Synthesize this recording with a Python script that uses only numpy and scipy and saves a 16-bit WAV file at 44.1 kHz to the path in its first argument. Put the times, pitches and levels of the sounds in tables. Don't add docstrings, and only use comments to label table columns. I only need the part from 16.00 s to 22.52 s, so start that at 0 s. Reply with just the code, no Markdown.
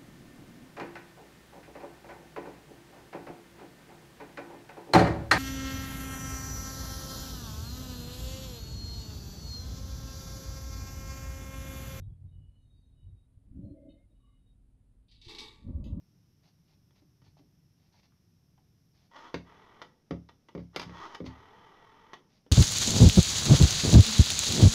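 import sys
import numpy as np
from scipy import signal
from scipy.fft import rfft, irfft
from scipy.io import wavfile
from scipy.ndimage import uniform_filter1d

SR = 44100
rng = np.random.default_rng(int(sys.argv[2]) if len(sys.argv) > 2 else 0)


def bounce(signal):
    frames = np.transpose(np.atleast_2d(signal))
    limited = np.clip(frames, -1, 1)
    pcm = np.round(limited * 32767).astype(np.int16)
    wavfile.write(sys.argv[1], SR, pcm)


N = 287336
TIME = np.arange(N) / SR
TAIL = np.arange(SR // 2) / SR
HZ = np.fft.rfftfreq(8192, 1 / SR)


def amp(db):
    return 10 ** (np.asarray(db) / 20)


def evened(x):
    return x / np.sqrt(np.mean(x ** 2) + 1e-20)


def blow(x):
    return x / np.linalg.norm(x) * np.sqrt(SR / 100)


def read(points, hz=HZ):
    f, value = np.transpose(points)
    return np.interp(np.log(hz + 1), np.log(f + 1), value)


def add(mix, s, sound):
    part = mix[max(round(s * SR), 0):][:len(sound)]
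    part += sound[:len(part)]


def gate(t, edge_s):
    return np.clip(np.minimum(t - t[0], t[-1] - t) / edge_s, 0, 1)


def colour(x, db):
    log_gain = np.log(amp(np.maximum(db, db.max() - 90)))
    circle = np.concatenate([log_gain, log_gain[-2:0:-1]])
    spectrum = np.exp(np.conj(signal.hilbert(circle)))
    taps = np.fft.ifft(spectrum).real[:len(HZ)]
    return signal.oaconvolve(x, taps)[:len(x)]


def drift(n, per_s):
    width = max(int(SR / per_s), 1)
    smooth = uniform_filter1d(rng.standard_normal(n), width)
    return evened(uniform_filter1d(smooth, width))


def contact(hardness_hz):
    return -10 * np.log10(1 + (HZ / hardness_hz) ** 2)


def strike(db, chatter_t60, push):
    chatter = rng.standard_normal(len(TAIL)) * amp(-60 * TAIL / chatter_t60)
    chatter /= np.linalg.norm(chatter)
    chatter[0] += push
    return blow(colour(chatter, db))


def ringing(modes, reach_hz, rise_s):
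    hz, db, t60 = np.transpose(modes)[:, :, None]
    level = db - 10 * np.log10(1 + (hz / reach_hz) ** 4)
    swing = np.sin(2 * np.pi * (hz * TAIL + rng.random(hz.shape)))
    sound = (amp(level - 60 * TAIL / t60) * swing).sum(0)
    return blow(sound * (1 - np.exp(-TAIL / rise_s)))


# centre_hz, width_hz, level_db
HOUSING_RESONANCES = [(406, 430, -4.5), (923, 81, 1), (1176, 226, -2), (1916, 105, -3.5), (2294, 42, -14.5),
                      (3070, 190, -9.5), (3404, 150, -10), (3960, 670, -20), (5200, 280, -20.5)]


def housing(between_db=-27):
    power = amp(between_db) ** 2
    for hz, width, db in HOUSING_RESONANCES:
        power = power + amp(db) ** 2 / (1 + (2 * (HZ - hz) / width) ** 2)
    return 10 * np.log10(power)


# pitch_hz, t60_s
ROOM_DECAY = [(100, 0.47), (260, 0.65), (700, 0.21), (2000, 0.2), (6000, 0.24), (12000, 0.2)]


def room(x, wet_db, delay_s=0.0054):
    hz, t, z = signal.stft(rng.standard_normal(len(TAIL)), SR, nperseg=256)
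    decay = amp(-60 * t / read(ROOM_DECAY, hz)[:, None])
    tail = signal.istft(z * decay, SR, nperseg=256)[1][:len(TAIL)]
    tail *= 1 - np.exp(-(TAIL / delay_s) ** 2)
    return x + amp(wet_db) * signal.fftconvolve(x, tail / np.linalg.norm(tail))[:N]


# pitch_hz, level_db per Hz
DESK_ROOM_TONE = [(25, -102), (50, -93.5), (75, -90), (120, -86), (165, -85.5), (230, -97.5), (300, -97.5),
                  (500, -111), (1500, -118), (4600, -120), (5450, -109), (6300, -118), (9000, -108),
                  (12500, -103)]
# pitch_hz, level_db per Hz
TABLE_ROOM_TONE = [(25, -99), (80, -95.5), (170, -90), (300, -99), (500, -107), (1500, -116), (4600, -120),
                   (5450, -110), (6300, -118), (9000, -109), (12500, -107)]
TABLE_FROM_S = 3.09


def air(spectrum):
    gain = amp(read(spectrum, np.fft.rfftfreq(N, 1 / SR)))
    noise = irfft(rfft(rng.standard_normal(N)) * gain, N)
    return noise * np.sqrt(SR / 2)


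# start_s, length_s, level_db
RUBS = [(0.418, 0.093, -70.5), (0.666, 0.09, -73.5), (0.94, 0.07, -71.5), (1.231, 0.069, -70.5),
        (1.365, 0.042, -70.5), (1.761, 0.15, -77.5), (1.909, .11, -69), (2.02, 0.052, -69),
        (2.917, 0.18, -74), (4.563, 0.086, -76), (5.248, 0.041, -53.5), (6.282, 0.12, -71)]
# pitch_hz, level_db
FELT_COLOUR = [(100, -21), (300, -5.5), (800, 7), (1400, -4), (2000, 1.5), (3000, -1.5), (4500, 3.5),
               (6000, -2), (12000, -10)]
# start_s, dull_db, dull_centre_hz, tick_db
LIGHT_BUMPS = [(.908, -85, 400, -69.5), (1.02, -61.5, 294, -83), (1.218, -54, 125, -66),
               (1.265, -54, 99, -73), (1.369, -64, 600, -79), (1.393, -58, 288, -76),
               (1.94, -67.5, 790, -81), (2.12, -74, 1160, -85), (2.578, -65.5, 820, -72),
               (6.464, -56.5, 327, -65)]


def handling(grain_db=3):
    out = np.zeros(N)
    for s, length, db in RUBS:
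        n = int(length * SR)
        slips = rng.standard_normal(n) * amp(grain_db * drift(n, 900))
        rub = evened(colour(slips, read(FELT_COLOUR)))
        add(out, s, amp(db) * rub * signal.windows.tukey(n, .5))
    for s, dull_db, centre_hz, tick_db in LIGHT_BUMPS:
        off_centre = HZ / centre_hz - centre_hz / (HZ + 1)
        hollow_db = -20 * np.log10(1 + (1.52 * off_centre) ** 2)
        bump = strike(hollow_db, chatter_t60=.08, push=.3)
        tick = strike(housing(between_db=-20.5), chatter_t60=0.038, push=0.19)
        add(out, s, amp(dull_db) * bump)
        add(out, s, amp(tick_db) * tick)
    return room(out, wet_db=-6)


BOUNCE_RATIO, SHORTEST_BOUNCE_S = .58, .006
BOUNCE_THUD_DB, BOUNCE_BOOM_DB, BOUNCE_CRACK_DB = -8, -5, -4.5


def bounces(s, gap_s, count=5):
    gaps = gap_s * BOUNCE_RATIO ** np.arange(count)
    return s + np.cumsum([0, *gaps[gaps > SHORTEST_BOUNCE_S]])


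# start_s, thud_db, table_boom_db, boom_reach_hz, plastic_crack_db, hardness_hz, first_bounce_after_s
HANDSET_KNOCKS = [(3.3424, -31.5, -32, 900, -34.5, 2840, 0), (4.1088, -30, -26, 564, -40.5, 1620, 0),
                  (4.5502, -34.5, -33, 520, -50.5, 1400, .027),
                  (4.7615, -36, -38.5, 500, -31, 12000, .0348), (4.86, -57, -38, 169, -69, 2000, 0),
                  (4.895, -50, -42.5, 298, -55.5, 4000, 0), (5.2036, -35, -32.5, 395, -55, 1201, .039),
                  (5.2625, -56, -34.5, 74.6, -48, 3500, 0)]
# pitch_hz, level_db, t60_s
TABLE_MODES = [(73, -5.5, .42), (110, -5.5, .38), (139, -8, .33), (173, 3, .32), (214, -5, .25),
               (258, -1, .27), (297, -1, .22), (325, -5, .2), (376, -4, .17), (405, -8, .2), (452, -7, .2),
               (540, -7, .15), (572, -4, .17), (690, -11, .24)]
# pitch_hz, level_db, t60_s
CASE_MODES = [(856, -4, .2), (958, -3, .18), (1130, -4, .16), (1405, -4, .11), (1981, 0, .13),
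              (2083, 2, .15), (2145, -1, .14), (2353, 1, .12), (2627, -4, .12), (2750, -2, .15),
              (3149, -2, .11), (3811, -5, .09), (4780, -1, .06), (5440, -1, .06)]
# pitch_hz, level_db
THUD_COLOUR = [(40, -25), (90, -10.5), (200, 0), (330, 3.5), (570, -0.5), (680, -15.5), (1200, -18.5),
               (2500, -71.5), (8000, -94)]
# pitch_hz, level_db
CRACK_COLOUR = [(150, -14), (600, -0.5), (950, 4.5), (1300, 2.5), (1750, -1.5), (2200, 4), (2650, -5.5),
                (3100, -0.5), (4200, -6), (4750, -1), (5600, -8.5), (12000, -7.5)]


def knocks(case_db=-12, base_hz=50):
    low, high = np.zeros((2, N))
    for start, thud_db, boom_db, reach_hz, crack_db, hardness_hz, gap_s in HANDSET_KNOCKS:
        crack_colour = read(CRACK_COLOUR) + contact(hardness_hz)
        for k, s in enumerate(bounces(start, gap_s)):
            thud = strike(read(THUD_COLOUR), chatter_t60=0.14, push=1.1)
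            boom = ringing(TABLE_MODES, reach_hz, rise_s=0.0056)
            crack = strike(crack_colour, chatter_t60=0.042, push=.25)
            case = amp(case_db) * ringing(CASE_MODES, hardness_hz, rise_s=0.00044)
            add(low, s, amp(thud_db + k * BOUNCE_THUD_DB) * thud)
            add(low, s, amp(boom_db + k * BOUNCE_BOOM_DB) * boom)
            add(high, s, amp(crack_db + k * BOUNCE_CRACK_DB) * (crack + case))
    low = signal.sosfilt(signal.butter(4, base_hz, "high", fs=SR, output="sos"), low)
    return low + room(high, wet_db=-7.0)


# start_s, level_db, hardness_hz
PAWL_CLICKS = [(4.289, -53.5, 2980), (4.486, -54, 4000), (4.746, -54.5, 2500), (4.984, -53, 5000),
               (5.148, -41.5, 8000)]
# pitch_hz, level_db
CLICK_COLOUR = [(120, -10), (350, -1.5), (1100, 1), (2000, -1.5), (3300, 3), (6000, 5.5), (12000, 8)]
REBOUND_S, REBOUND_DB = .005, -3
REST_DB, REST_HARDNESS_HZ, REST_THUD_DB = -42.5, 4500, -54.5


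def clicks():
    out = np.zeros(N)
    stops = [(rest, REST_DB, REST_HARDNESS_HZ) for _, rest, _ in DIAL_RETURNS]
    for s, db, hardness_hz in list(PAWL_CLICKS) + stops:
        body = housing() + read(CLICK_COLOUR) + contact(hardness_hz)
        for late_s, weaker_db in (0, 0), (REBOUND_S, REBOUND_DB):
            click = strike(body, chatter_t60=0.033, push=0.11)
            add(out, s + late_s, amp(db + weaker_db) * click)
    for s, _, _ in stops:
        jolt = strike(read(THUD_COLOUR), chatter_t60=0.24, push=0.6)
        add(out, s, amp(REST_THUD_DB) * jolt)
    return room(out, wet_db=-7.5)


# start_s, length_s, level_db, from_hz, to_hz
HUB_CHAFES = [(3.224, 0.078, -55, 1237, 1315), (5.016, 0.0545, -42, 1062, 1320)]
CHAFE_EDGE_S, CHAFE_FADE_DB_PER_S = .008, -90


def chafing(waver=0.0655):
    out = np.zeros(N)
    for s, length, db, from_hz, to_hz in HUB_CHAFES:
        t = np.arange(0, length, 1 / SR)
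        pitch_hz = np.linspace(from_hz, to_hz, len(t)) * (1 + waver * drift(len(t), 300))
        cycles = np.cumsum(pitch_hz) / SR
        roughness = amp(2.9 * drift(len(t), 420))
        squeak = evened(np.sin(2 * np.pi * cycles) * roughness)
        level = amp(db + CHAFE_FADE_DB_PER_S * t) * gate(t, CHAFE_EDGE_S)
        add(out, s, level * squeak)
    return room(out, wet_db=-14)


def gears(teeth_per_s, uneven_db, rub, slop):
    n = len(teeth_per_s)
    teeth_passed = np.cumsum(teeth_per_s * (1 + slop * drift(n, 150))) / SR
    tick_gain = amp(uneven_db * np.clip(rng.standard_normal(n), -2, 2))
    ticks = np.diff(np.floor(teeth_passed), prepend=0) * tick_gain
    return evened(ticks) + rub * rng.standard_normal(n)


# time_s, gear teeth per second
FINGER_WINDS = [
    [(3.11, 191), (3.14, 195), (3.16, 290), (3.283, 298), (3.305, 190), (3.345, 176)],
    [(4.728, 154), (4.76, 225), (4.87, 171), (4.94, 290), (5.055, 381), (5.09, 274), (5.15, 325),
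     (5.18, 170)],
]
# pitch_hz, level_db
WIND_COLOUR = [(100, -6.5), (400, -3.5), (900, 1.5), (1250, 1.5), (2000, -1), (4000, -2.5), (6300, 2),
               (12000, -2)]
WIND_DB, WIND_TEETH_PER_S = -50, 301.4
WIND_DB_PER_DOUBLING, WIND_EDGE_S = 13.5, 0.0065


def winding():
    out = np.zeros(N)
    for rows in FINGER_WINDS:
        s, teeth = np.transpose(rows)
        t = np.arange(s[0], s[-1], 1 / SR)
        speed = np.interp(t, s, teeth)
        level_db = WIND_DB + WIND_DB_PER_DOUBLING * np.log2(speed / WIND_TEETH_PER_S)
        drive = gears(speed, uneven_db=4.5, rub=1.0, slop=.08)
        buzz = evened(colour(drive, housing() + read(WIND_COLOUR)))
        add(out, s[0], amp(level_db) * gate(t, WIND_EDGE_S) * buzz)
    return room(out, wet_db=-6)


# let_go_s, rest_s, level_db
DIAL_RETURNS = [(3.44, 3.8169, -56.5), (5.25, 6.133, -54.5)]
# pitch_hz, level_db
WHIRR_COLOUR = [(100, 4), (300, 0), (900, 1), (2000, 1), (3700, -3.5), (4600, -5.5), (12000, 1.5)]
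FADE_IN_S, UNWIND_DB_PER_S = 0.041, -5.5
COAST_S, COAST_DB_PER_S = .2, -130


def running_back(teeth_per_s=410, governor_hz=39.6, throb=0.27):
    out = np.zeros(N)
    for start, rest, db in DIAL_RETURNS:
        t = np.arange(0, rest - start + COAST_S, 1 / SR)
        coasting = np.maximum(t - (rest - start), 0)
        level_db = db + UNWIND_DB_PER_S * t + COAST_DB_PER_S * coasting
        level = np.minimum(t / FADE_IN_S, 1) * amp(level_db)
        drive = gears(np.full(len(t), teeth_per_s), uneven_db=2.5, rub=1.0, slop=.1)
        governor_turns = np.cumsum(governor_hz * (1 + 0.025 * drift(len(t), 8.9))) / SR
        drive *= 1 + throb * np.sin(2 * np.pi * governor_turns)
        whirr = evened(colour(drive, housing() + read(WHIRR_COLOUR)))
        add(out, start, level * whirr)
    return room(out, wet_db=-6.5)


def scene():
    floor = np.where(TIME < TABLE_FROM_S, air(DESK_ROOM_TONE), air(TABLE_ROOM_TONE))
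    dial = clicks() + chafing() + winding() + running_back()
    return (floor + handling() + knocks() + dial)[None]


# pitch_hz, level_db
MICROPHONE_RESPONSE = [(6200, -1.5), (7000, -13), (8000, -20.5), (13300, -19.5), (14300, -35.5)]
BAND_EDGE_HZ = 15700


def record(dry):
    heard = colour(dry[0], read(MICROPHONE_RESPONSE))
    band_limit = signal.firwin(511, BAND_EDGE_HZ, window=("kaiser", 9), fs=SR)
    return signal.oaconvolve(heard, band_limit, "same")[None]


dry = scene()
out = record(dry)
bounce(out)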